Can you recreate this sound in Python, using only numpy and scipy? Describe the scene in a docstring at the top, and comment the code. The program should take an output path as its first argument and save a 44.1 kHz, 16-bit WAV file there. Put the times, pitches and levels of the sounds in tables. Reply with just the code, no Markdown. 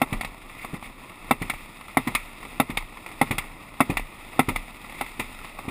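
"""A plastic sled on a banked concrete chute in the open air, the microphone close, at the rider's seat.
From the start the runners scrape, coloured by the hollow shell. At each track joint, about 0.6 s apart,
the nose knocks; a tenth of a second later the tail thuds, the sled bounces and scrapes harder, and
loose parts clack. Grit ticks between the joints and three times a runner rubs the wall.
The last two knocks are softer, with no clacks after them."""
import sys
import numpy as np
from scipy import signal
from scipy.fft import rfft, irfft
from scipy.io import wavfile
from scipy.ndimage import uniform_filter1d

SR = 44100
rng = np.random.default_rng(int(sys.argv[2]) if len(sys.argv) > 2 else 0)


def generate_wav(sig):
    """Save sig (samples, or channels by samples) to the path in sys.argv[1] as 16-bit PCM at SR."""
    pcm = np.round(np.clip(np.atleast_2d(sig).T, -1, 1) * 32767).astype(np.int16)
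    wavfile.write(sys.argv[1], SR, pcm)


N = 251370
TIME = np.arange(N) / SR
BLOW_T = np.arange(int(.2 * SR)) / SR  # time within one blow [s]

# the tail drops over a joint, levels relative:
# (time [s], thud [dB], rattle [dB], rattle pitch [Hz], bounce [dB])
TAIL_DROPS = [(0.123, -28.5, -33, 1920, -36.5), (0.732, -32, -42, 1880, -52),
              (1.414, -32, -34.5, 2100, -38.5), (2.069, -27.5, -31, 2000, -42.5),
              (2.695, -33.5, -37.5, 2160, -39.5), (3.306, -27.5, -28.5, 2170, -42.5),
              (3.895, -24.5, -33.5, 2470, -35.5), (4.483, -25, -28.5, 2520, -41.5),
              (5.192, -34.5, -30, 2490, -46), (5.679, -31.5, -39, 2120, -52)]


def nose_knocks(lag=0.0018, thud_db=-21, knock_db=-21, crack_db=-24, buzz_db=-25, thud_growth=1.65):
    """The nose hits each joint hard: the hollow modes ring, the shell cracks and the plastic buzzes."""
    # blows on the nose: (time [s], strength [dB re a typical joint])
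    joints = [(0.014, -1), (0.644, -17), (1.307, 0.1), (1.968, 0), (2.597, 0), (3.211, 0.5), (3.802, 1.1),
              (4.39, 1.2), (5.008, -9.5), (5.586, -19.5)]
    out, shell = np.zeros(N), shell_response(ring_db=5.5)
    contact = 1 + .7 * np.exp(-(BLOW_T / .005) ** 4)  # strongest while the nose is still on the edge
    for s, db in joints:
        thud, knock = body_modes(contact_hz=1780, scatter=0.2, damping=0.79)
        thud = band(thud, 125, "high")  # the light nose hardly moves the whole sled
        crack = chatter(shell, rise=0.0018, t60=0.056, tail_db=-17, tail_t60=0.13, thin_hz=1180)
        buzz = chatter(shell, rise=0.0017, t60=0.074, tail_db=-8, tail_t60=0.077, thin_hz=387)
        buzz = undb(buzz_db) * unit_blow(band(buzz, 1230, "low"))
        strike = undb(knock_db) * unit_blow(contact * knock) + undb(crack_db) * unit_blow(contact * crack)
        thud_gain = undb(thud_db + thud_growth * db)  # only hard blows reach the low modes
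        add(out, s + lag, thud_gain * thud + undb(db) * (strike + buzz))
    return out


def tail_thuds(lag=0.00063, rattle_lag=0.0022, knock_db=-19, hard_db=-29, hard_rise=0.0025):
    """The tail lands soft and heavy, damped by the rider; the seat shudders and the shell rattles."""
    out, shell = np.zeros(N), shell_response(ring_db=-4.5)
    for s, thud_db, rattle_db, hz, _ in TAIL_DROPS:
        thud, knock = body_modes(contact_hz=171, scatter=0.94, damping=1.44)
        shudder = chatter(shell, rise=0.0016, t60=0.17, tail_db=-20, tail_t60=0.14, thin_hz=79)
        shudder = unit_blow(band(shudder, 446, "low"))
        rise = hard_rise * 2 ** ((hard_db - rattle_db) / 8)  # 8 dB weaker builds half as fast
        rattle = chatter(shell, rise=rise, t60=0.063, tail_db=-14, tail_t60=0.15, thin_hz=770)
        rattle = tint(rattle, hz, boost_db=5)
        add(out, s + lag, undb(thud_db - 0.5) * thud + undb(thud_db - 4) * shudder)
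        add(out, s + rattle_lag, undb(thud_db + knock_db) * knock + undb(rattle_db + 1.5) * rattle)
    return out


def clacks(lag=.0001, snap_hz=(2900, 5200), thud_db=-39, knock_db=-36, clack_db=-26.5, body_growth=0.41):
    """Loose parts land in light, bright chatter; the body's share grows more slowly than the blow."""
    # parts falling back: (time [s], strength [dB re a typical clack], pitch [Hz], snap boost [dB])
    falls = [(0.209, -6, 2280, 3.5), (0.232, -17, 1910, -16), (0.246, -10.5, 2190, 6),
             (0.825, -19, 2240, 1), (1.497, 0, 2130, -1.5), (1.536, -15.5, 2520, -11),
             (2.149, 5, 2270, -1.5), (2.771, 0, 2160, 3), (3.381, 0.5, 2240, -2.5), (3.969, 0.5, 1920, 2),
             (3.994, -10.5, 2230, -11), (4.559, -2, 2060, -1)]
    out, shell = np.zeros(N), shell_response(ring_db=-9)
    for s, db, hz, snap_db in falls:
        thud, knock = body_modes(contact_hz=920, scatter=1.0, damping=1.73)
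        clack = chatter(shell, rise=0.0014, t60=0.044, tail_db=-26, tail_t60=0.49, thin_hz=1370)
        clack = tint(clack, hz, boost_db=5.5)
        clack = clack + (undb(snap_db) - 1) * band(clack, snap_hz, "band", order=1)
        body = undb(thud_db) * thud + undb(knock_db) * knock
        add(out, s + lag, undb(body_growth * db) * body + undb(clack_db + db) * clack)
    return out


def scrape(grains_per_s=380, grain_spread_db=3, split_hz=1600, press_growl_db=2, press_hiss_db=1.5):
    """Runners on rough concrete, just below the seat: coarse grains growl under a finer hiss."""
    # the slowly changing surface, levels relative: (time [s], growl [dB], hiss [dB])
    surface = [(0.0, -45, -47), (0.51, -48.5, -48), (1.33, -47.5, -48), (1.49, -49, -46),
               (3.08, -48.5, -48.5), (3.24, -46, -43.5), (3.48, -47.5, -49), (5.4, -47.5, -44),
               (5.7, -46, -47.5)]
    # the runners sing faintly: (pitch [Hz], width [Hz], boost [dB])
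    runner_rings = [(2586, 56, 3), (3730, 70, 3), (5100, 320, 4)]
    s, growl_db, hiss_db = np.transpose(surface)
    shell = shell_response(ring_db=-48.5)
    hits = (rng.random(N) < grains_per_s / SR) * rng.choice([-1, 1], N)
    grains = unit(hits * undb(grain_spread_db * rng.exponential(size=N).clip(0, 4)))
    coarse = through(grains + undb(2.5) * rng.standard_normal(N), shell)
    fine = through(undb(-6) * grains + rng.standard_normal(N), shell)
    for hz, width, db in runner_rings:
        fine = tint(fine, hz, db, width)
    load_db = 1.03 * walk(24.75)  # the load on the runners flutters
    press = runner_press()
    growl_gain = undb(np.interp(TIME, s, growl_db) + 1 + press_growl_db * press + 0.65 * walk(61))
    hiss_gain = undb(np.interp(TIME, s, hiss_db) - 0.9 + press_hiss_db * press)
    growl = unit(band(coarse, split_hz, "low", order=3)) * growl_gain
    hiss = unit(band(fine, split_hz, "high", order=3)) * hiss_gain
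    wall = wall_rubs(shell, split_hz)
    roughness_db = 1.14 * walk(90)  # the treble follows finer patches of the surface
    return (growl + (hiss + wall) * undb(roughness_db)) * undb(load_db)


def runner_press(full_db=-25.5):
    """Each tail drop briefly presses the runners onto the track, fully from a thud of full_db up."""
    return sum(min(undb(db - full_db), 1) * swell(s, attack=0.09, hold=0.033, release=0.058)
               for s, db, *_ in TAIL_DROPS)


def wall_rubs(shell, low_cut_hz, pitch_hz=2200):
    """Against the banked wall a runner rasps at a pitch of its own."""
    # brushes with the wall: (time [s], half length [s], level [dB])
    rubs = [(0.62, 0.045, -40.5), (0.853, 0.024, -41), (5.012, 0.079, -42.5)]
    rasp = band(through(rng.standard_normal(N), shell), low_cut_hz, "high")
    rasp = unit(tint(rasp, pitch_hz, boost_db=6, width_hz=490))
    return rasp * sum(undb(db) * np.exp(-((TIME - s) / half) ** 2) for s, half, db in rubs)


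def grit(strays=120, stray_db=-42, stray_range_db=14, dull_hz=2600, bright_share=0.56):
    """Small ticks as the runners cross pits, with fainter stray grains between them."""
    # the clearest ticks under the runners: (time [s], level [dB])
    ticks = [(0.496, -46.5), (1.81, -43.5), (2.429, -43), (2.451, -42), (2.971, -42.5), (3.062, -37.5),
             (3.088, -44), (3.114, -44.5), (4.843, -44), (4.896, -42.5), (5.063, -41), (5.445, -41.5)]
    out, shell = np.zeros(N), shell_response(ring_db=-2)
    for s, db in ticks:
        tick = chatter(shell, rise=0.00033, t60=0.036, tail_db=-15, tail_t60=0.066, thin_hz=504)
        add(out, s, undb(db) * tick)
    for when, softness in rng.random((strays, 2)):
        tick = chatter(shell, rise=0.00035, t60=0.041, tail_db=-24, tail_t60=0.083, thin_hz=564)
        add(out, when * N / SR, undb(stray_db - stray_range_db * np.sqrt(softness)) * tick)
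    return bright_share * out + (1 - bright_share) * band(out, dull_hz, "low", order=1)


def sway(low_hz=22, high_hz=35, rumble_db=-13, rumble_hz=105, lag=0.035, steady_db=-49):
    """The loaded sled bounces and rumbles after each tail drop, over a faint steady sway."""
    bounce = unit(band(rng.standard_normal(N), [low_hz, high_hz], "band", order=3))
    rumble = unit(band(rng.standard_normal(N), [low_hz, rumble_hz], "band"))
    jolts = sum(undb(db) * swell(s + lag, attack=0.039, hold=0.12, release=0.031)
                for s, *_, db in TAIL_DROPS)
    return (bounce + undb(rumble_db) * rumble) * np.hypot(undb(steady_db), jolts)


def body_modes(contact_hz, scatter, damping, split_hz=500, onset=0.00067):
    """One push rings the sled, as (thud, knock); scatter (0-1) is how unevenly blows land."""
    # low modes of the sled: (pitch [Hz], relative level [dB], t60 at damping 1 [s])
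    modes = [(80, -33, 0.043), (117.8, -16.5, 0.15), (157, -2, 0.054), (236.4, -6, 0.081),
             (257.8, 1.5, 0.061), (268, -2, 0.013), (427, -13.5, 0.095), (542, -12, 0.046),
             (740, -3, 0.0082), (805, 7, 0.025), (1011, 2, 0.012), (1092, 1, 0.026), (1308, -1.5, 0.047),
             (1410, 2, 0.0061)]
    hz, db, t60 = np.transpose(modes)[:, :, None]
    size_luck, pitch_luck, phase_luck = scatter * rng.uniform(-1.29, 1, (3, len(modes), 1))
    size = undb(db + 8 * size_luck) / np.hypot(1, (hz / contact_hz) ** 2)  # soft contacts favour the bass
    fade = (1 - np.exp(-BLOW_T / onset)) * decay(t60 / damping)
    waves = size * fade * np.cos(2 * np.pi * hz * (1 + .06 * pitch_luck) * BLOW_T + 2 * phase_luck)
    low = hz[:, 0] < split_hz
    thud = band(waves[low].sum(0), 383, "low", order=3)
    knock = band(waves[~low].sum(0), [380, 1420], "band", order=4)
    return unit_blow(thud), unit_blow(knock)


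def chatter(shell, rise, t60, tail_db, tail_t60, thin_hz):
    """A burst of tiny contacts that builds, dies fast and leaves a faint rattle in the shell."""
    build = 1 - np.exp(-(BLOW_T / rise) ** 2)
    fade = decay(t60) + undb(tail_db) * decay(tail_t60)
    contacts = rng.choice([-1, 1], len(BLOW_T)) * build * fade
    return unit_blow(through(band(contacts, thin_hz, "high"), shell))


def shell_response(ring_db, valley_db=-36, size=4096):
    """Impulse response of the plastic shell: broad resonances plus a share of its narrow rings."""
    # broad resonances: (centre [Hz], width [Hz], level [dB])
    resonances = [(87.5, 87, 4), (241, 165, 6), (457, 480, -2.5), (912, 430, 1.5), (1205, 291, 1),
                  (2034, 362, 0), (2475, 477, -1.5), (3505, 640, -9), (4590, 1140, -18.5), (7145, 910, -21),
                  (8405, 630, -15.5), (9630, 660, -11), (10760, 620, -20.5), (12600, 590, -22),
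                  (14350, 630, -13)]
    # narrow rings that hard blows bring out: (centre [Hz], width [Hz], level [dB re ring_db])
    rings = [(2083, 110, 3), (2260, 70, -1), (2640, 70, -4), (3625, 90, -7), (8352, 90, -12),
             (9918, 130, -8), (10864, 90, -12), (11214, 100, -11), (11736, 40, -19), (12263, 45, -18),
             (12782, 100, -13), (13250, 100, -14), (14082, 130, -11), (14620, 100, -14)]
    f = np.arange(size // 2 + 1) * SR / size
    broad = sum(undb(db) ** 2 * .5 ** ((2 * (f - hz) / width) ** 2) for hz, width, db in resonances)
    narrow = sum(undb(db + ring_db) ** 2 / (1 + ((f - hz) / width) ** 2) ** 2 for hz, width, db in rings)
    cepstrum = irfft(np.log(undb(valley_db) ** 2 + broad + narrow) / 2)
    cepstrum[1:size // 2] *= 2  # folding the cepstrum makes the response causal
    cepstrum[size // 2 + 1:] = 0
    return irfft(np.exp(rfft(cepstrum)))


def tint(x, hz, boost_db, width_hz=330):
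    """Each place of contact favours its own pitch."""
    peak = signal.lfilter(*signal.iirpeak(hz, hz / width_hz, fs=SR), x)
    return unit_blow(x + (undb(boost_db) - 1) * peak)


def swell(start, attack, hold, release):
    """An envelope that rises up to the start time, holds and dies away; all in seconds."""
    age = TIME - start
    return np.exp(np.minimum(age, 0) / attack - np.maximum(age - hold, 0) / release)


def decay(t60):
    """A blow's fade, 60 dB in t60 seconds."""
    return np.exp(-np.log(1000) * BLOW_T / t60)


def walk(rate_hz):
    """Smooth random wandering, rms 1."""
    k = int(SR / rate_hz)
    steps = np.repeat(rng.standard_normal(N // k + 1), k)
    return unit(uniform_filter1d(uniform_filter1d(steps, k), k)[:N])


def band(x, hz, kind, order=2):
    """Butterworth filter."""
    return signal.sosfilt(signal.butter(order, hz, kind, fs=SR, output="sos"), x)


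def through(x, response):
    """Pass x through an impulse response."""
    return signal.fftconvolve(x, response)[:len(x)]


def undb(db):
    """Decibels to gain."""
    return 10 ** (np.asarray(db) / 20)


def unit(x):
    """Scale to rms 1."""
    return x / np.sqrt(np.mean(x ** 2))


def unit_blow(x):
    """Scale a blow to rms 1 over its first 30 ms."""
    return x / np.sqrt(np.mean(x[:int(.03 * SR)] ** 2))


def add(out, s, x):
    """Mix x in at time s."""
    i = max(int(s * SR), 0)
    out[i:i + len(x)] += x[:max(N - i, 0)]


def scene():
    """Mono, in the open air: every source rides with the microphone, so its distance holds."""
    return (nose_knocks() + tail_thuds() + clacks() + grit() + scrape() + sway())[None]


def record(dry):
    """The microphone at the seat rounds the very loudest peaks and cuts the top above 15.4 kHz."""
    rounded = dry / (1 + (dry / .9) ** 6) ** (1 / 6)
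    return signal.sosfilt(signal.ellip(8, .2, 70, 15400, fs=SR, output="sos"), rounded)


dry = scene()
out = record(dry)
generate_wav(out)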